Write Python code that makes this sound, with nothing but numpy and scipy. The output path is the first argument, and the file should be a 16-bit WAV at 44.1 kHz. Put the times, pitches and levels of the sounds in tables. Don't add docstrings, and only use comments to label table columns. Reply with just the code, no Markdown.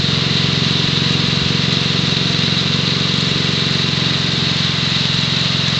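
import sys
import numpy as np
from scipy import signal
from scipy.fft import rfft, irfft
from scipy.io import wavfile

SR = 44100
rng = np.random.default_rng(int(sys.argv[2]) if len(sys.argv) > 2 else 0)


def transcribe(u):
    v = np.clip(np.atleast_2d(u).T, -1, 1)
    q = np.round(v * 32767).astype(np.int16)
    wavfile.write(sys.argv[1], SR, q)


N = 255339
TIME = np.arange(N) / SR
HZ = np.fft.rfftfreq(N, 1 / SR)

# time_s, speed_rpm
ENGINE_SPEED = [(0.0, 2685.2), (0.25, 2696.1), (1.11, 2716.2), (2.08, 2714.1), (2.44, 2686.0),
                (2.89, 2741.1), (3.42, 2743.5), (4.32, 2666.5), (5.61, 2673.3), (5.79, 2653.5)]


def crank(start=.0455):
    unevenness = .0015 * drift(12)
    cycles_per_s = curve(ENGINE_SPEED) / (2 * 60)
    return start + np.cumsum(cycles_per_s) / SR + unevenness


# firing_rate_multiple, level_db
MUFFLER_COLOUR = [(1, -40), (2, -31.5), (3, -31.5), (4, -7.5), (5, -8.5), (6, 1.5), (7, -1.5), (8, -1),
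                  (9, -10.5), (10, -8), (11, -7), (12, -35), (13, -18.5), (14, -24), (15, -17.5), (16, -29),
                  (17, -12.5), (18, -10.5), (19, -37), (20, -31.5), (21, -12.5), (22, -34)]
# cruise_db, creeping_away_db_per_s, db_per_percent_extra_speed, turned_db
THUMP_LAW = (-19, -0.3, 0.13, 0.15)
BARK_LAW = (-30.5, -0.09, 1.4, -3.5)


def exhaust(cycle, ring=0.37, bark_db=10.0):
    multiple, db = np.transpose(MUFFLER_COLOUR)
    size = 128
    db = np.interp(np.arange(size // 2 + 1), np.r_[0, multiple, 2 * len(db)], np.r_[-45, db, -45])
    response = -causal(ring * db, size) * gain_of((1 - ring) * db)
    brightness_db = pipe_db(BARK_LAW) - pipe_db(THUMP_LAW) + bark_db
    out = np.zeros(N)
    for k in range(1, len(multiple) + 1):
        beamed = np.clip((k - 8) / 9, 0, 1)
        fading_db = .06 * k * drift(1)
        shift = .5 * beamed * drift(1)
        wave = np.exp(1j * (2 * np.pi * k * cycle + shift))
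        out += gain_of(beamed * brightness_db + fading_db) * (response[k] * wave).real
    firing_db = .45 * drift(12)
    return evened(out) * gain_of(pipe_db(THUMP_LAW) + firing_db)


# frequency_hz, density_db
GAS_COLOUR = [(30, -27), (70, -6), (140, -5.5), (200, 10), (270, 3), (400, 4), (520, -5), (700, 0),
              (1000, -38)]
# cruise_db, creeping_away_db_per_s, db_per_percent_extra_speed, turned_db
FLOW_LAW = (-24.5, -.2, -0.9, -2.5)


def gas(cycle, trim_db=-6.5, fade_cycles=0.64, steady=3.8, lead_cycles=0.025):
    gate = steady + np.exp(-((cycle + lead_cycles) % 1) / fade_cycles)
    turbulence = coloured(gate * rng.standard_normal(N), spectrum_db(GAS_COLOUR))
    return turbulence * gain_of(pipe_db(FLOW_LAW) + trim_db)


# cruise_db, creeping_away_db_per_s, db_per_percent_extra_speed, turned_db
BLADE_HUM_LAW = (-35.5, -0.6, -0.5, -4)


def impeller(cycle, waver_db=2):
    blades = 13.33 * cycle + .22 * drift(4)
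    hum = np.sin(2 * np.pi * blades) * gain_of(waver_db * drift(4.5))
    return evened(hum) * gain_of(flank_db(BLADE_HUM_LAW))


# cruise_db, creeping_away_db_per_s, db_per_percent_extra_speed, turned_db
CLATTER_LAW = (-19.4, 0.02, 0.06, 0.5)
# place_in_cycle (0-1), width_cycles, level_db
STROKE_BURSTS = [(1, 0.021, 1.5), (0.19, 0.073, -2.5), (0.2, 0.03, 1.9)]


def clatter(cycle, trim_db=0.56, ticks_per_s=1100, spread_db=3, tick_share=0.24, flutter_db=0.66,
            growth_per_s=0.15, treble_hz=2200):
    hits = (rng.random(N) < ticks_per_s / SR) * rng.choice([-1, 1], N)
    ticks = hits * gain_of(spread_db * np.minimum(rng.exponential(1, N), 4))
    hiss = rng.standard_normal(N)
    loose = np.sqrt(tick_share) * evened(ticks) + np.sqrt(1 - tick_share) * hiss
    locked = .8 / (1 + (HZ / 2000) ** 2)
    drive = irfft(np.sqrt(locked) * rfft(rattle(cycle)) + np.sqrt(1 - locked) * rfft(loose), N)
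    drive += gain_of(-12.5) * pings()
    stroke_db = np.zeros(N)
    for place, width, db in STROKE_BURSTS:
        from_burst = (cycle - place + .5) % 1 - .5
        stroke_db += db * np.exp(-.5 * (from_burst / width) ** 2)
    stroke_db *= 1 + growth_per_s * (TIME - TIME.mean())
    treble = irfft(rfft(drive) * HZ ** 2 / (HZ ** 2 + treble_hz ** 2), N)
    drive = drive - treble + treble * gain_of(stroke_db + flutter_db * drift(60))
    return coloured(drive, housing_db()) * gain_of(flank_db(CLATTER_LAW) + trim_db)


def rattle(cycle, change_s=1.2):
    firings = np.diff(np.floor(cycle), prepend=0)
    out = np.zeros(N)
    for centre in np.arange(0, TIME[-1] + change_s, change_s):
        weight = np.cos(np.pi / 2 * np.clip((TIME - centre) / change_s, -1, 1))
        knocks = rng.standard_normal(SR // 22)
        out += signal.oaconvolve(firings * weight, knocks)[:N]
    return evened(out)


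def pings(count=70, per_s=45, t60=0.073):
    out, t = np.zeros(N), np.arange(SR // 12) / SR
    for hz in np.geomspace(1000, 5200, count) * (1 + .015 * rng.standard_normal(count)):
        knocks = (rng.random(N) < per_s / SR) * rng.random(N)
        ringing = gain_of(-60 * t / t60) * np.sin(2 * np.pi * hz * t)
        out += signal.oaconvolve(knocks, ringing)[:N] * np.sqrt(hz)
    return evened(out)


# frequency_hz, density_db
HOUSING_COLOUR = [(200, -29.5), (500, -13.5), (800, -17), (1050, -12), (1600, -12.5), (2400, -11.5),
                  (3300, -7.5), (3900, -1), (4600, -10.5), (5300, -16), (6500, -22.5), (7400, -29.5),
                  (8200, -39), (8900, -58)]
# frequency_hz, width_hz, level_db
RINGING_PANELS = [(1210, 53, 3.5), (1990, 63, 5.5), (2760, 150, 4), (4010, 1000, 1.5), (4730, 150, 1.5),
                  (6120, 200, 2), (7300, 190, 2)]


def housing_db():
    panels_db = sum(db / (1 + (2 * (HZ - hz) / width) ** 2) for hz, width, db in RINGING_PANELS)
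    return spectrum_db(HOUSING_COLOUR) + panels_db


# time_s, level_db
HARD_CLACKS = [(2.721, -18), (3.14, -11), (5.14, -16), (5.188, -17), (5.682, -4.5)]
SOFT_CLACKS_PER_S, SOFT_CLACK_DB = 1.6, -23


def clacks(trim_db=9, t60=0.031, bright_db_per_octave=5):
    out, t = np.zeros(N), np.arange(SR // 20) / SR
    soft = [(s, SOFT_CLACK_DB) for s in TIME[rng.random(N) < SOFT_CLACKS_PER_S / SR]]
    for s, db in list(HARD_CLACKS) + soft:
        add(out, s - .001, gain_of(db - 60 * t / t60) * rng.standard_normal(len(t)))
    colour_db = housing_db() + bright_db_per_octave * np.log2((HZ + 100) / 4000)
    return gain_of(trim_db) * irfft(rfft(out) * causal(colour_db, N), N)


def bright_ticks(per_s=90, level_db=-49, t60=0.016):
    hits = (rng.random(N) < per_s / SR) * gain_of(3.3 * np.minimum(rng.exponential(1, N), 3))
    envelope = signal.lfilter([1], [1, -gain_of(-60 / (t60 * SR))], hits)
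    colour_db = spectrum_db([(2000, -29.5), (5000, -7.0), (7000, 8.0), (8200, -3), (8900, -27)])
    return gain_of(level_db) * coloured(envelope * rng.standard_normal(N), colour_db)


# middle_s, level_db, pitch_hz
AIR_PUFFS = [(1.264, -40, 38), (1.437, -29, 72), (2.046, -41, 46), (3.01, -45, 45), (3.325, -44, 42),
             (5.15, -42.5, 45)]
PUFF_HALF_LENGTH_S = 0.12
BREEZE_DB, BREEZE_DB_PER_S, BREEZE_GUST_DB = -48.5, -5.5, 5


def air(rumble_db=-60):
    breeze = gain_of(BREEZE_DB + BREEZE_DB_PER_S * TIME + BREEZE_GUST_DB * drift(6))
    colour_db = spectrum_db([(5, -18.0), (22, -2.0), (60, -3.0), (200, -24.5), (1000, -64.0)])
    out = (gain_of(rumble_db) + breeze) * coloured(rng.standard_normal(N), colour_db)
    size = round(2 * PUFF_HALF_LENGTH_S * SR)
    for s, db, hz in AIR_PUFFS:
        band = signal.butter(2, [hz * .75, hz * 1.2], "bandpass", fs=SR, output="sos")
        eddy = signal.sosfilt(band, rng.standard_normal(SR))[-size:]
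        puff = evened(eddy * np.hanning(size) ** 2)
        add(out, s - PUFF_HALF_LENGTH_S, .5 * gain_of(db) * puff)
    return out


CRUISE_RPM = 2700


def loudness_db(law, turn_s, turn_length_s):
    cruise_db, db_per_s, db_per_percent, turned_db = law
    extra_percent = 100 * (curve(ENGINE_SPEED) / CRUISE_RPM - 1)
    turned = .5 + .5 * np.sin(np.pi * np.clip((TIME - turn_s) / turn_length_s, -.5, .5))
    return cruise_db + db_per_s * TIME + db_per_percent * extra_percent + turned_db * turned


def pipe_db(law):
    return loudness_db(law, turn_s=4.7, turn_length_s=.8)


def flank_db(law):
    return loudness_db(law, turn_s=4.6, turn_length_s=.8)


def gain_of(db):
    return 10 ** (np.asarray(db) / 20)


def evened(x):
    return x / np.sqrt(np.mean(x ** 2) + 1e-20)


def curve(rows):
    return np.interp(TIME, *np.transpose(rows))


def spectrum_db(points):
    hz, db = np.transpose(points)
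    return np.interp(np.log(HZ + 1), np.log(hz), db)


def causal(db, size):
    cepstrum = irfft(np.log(gain_of(db)), size)
    cepstrum[1:(size + 1) // 2] *= 2
    cepstrum[size // 2 + 1:] = 0
    return np.exp(rfft(cepstrum))


def coloured(x, db):
    return evened(irfft(rfft(x) * causal(db, N), N))


def drift(rate_hz):
    return evened(irfft(rfft(rng.standard_normal(N)) * np.exp(-(HZ / rate_hz) ** 2), N))


def add(mix, s, sound):
    start = round(s * SR)
    sound = sound[max(-start, 0):]
    part = mix[max(start, 0):][:len(sound)]
    part += sound[:len(part)]


def scene():
    cycle = crank()
    engine = exhaust(cycle) + gas(cycle)
    snowthrower = impeller(cycle) + clatter(cycle) + clacks()
    return (engine + snowthrower + bright_ticks() + air())[None]


def record(dry):
    edge_hz = 8920
    lowpass = signal.firwin(701, edge_hz, window=("kaiser", 9), fs=SR)
    return signal.oaconvolve(dry, lowpass[None], "same")


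dry = scene()
out = record(dry)
transcribe(out)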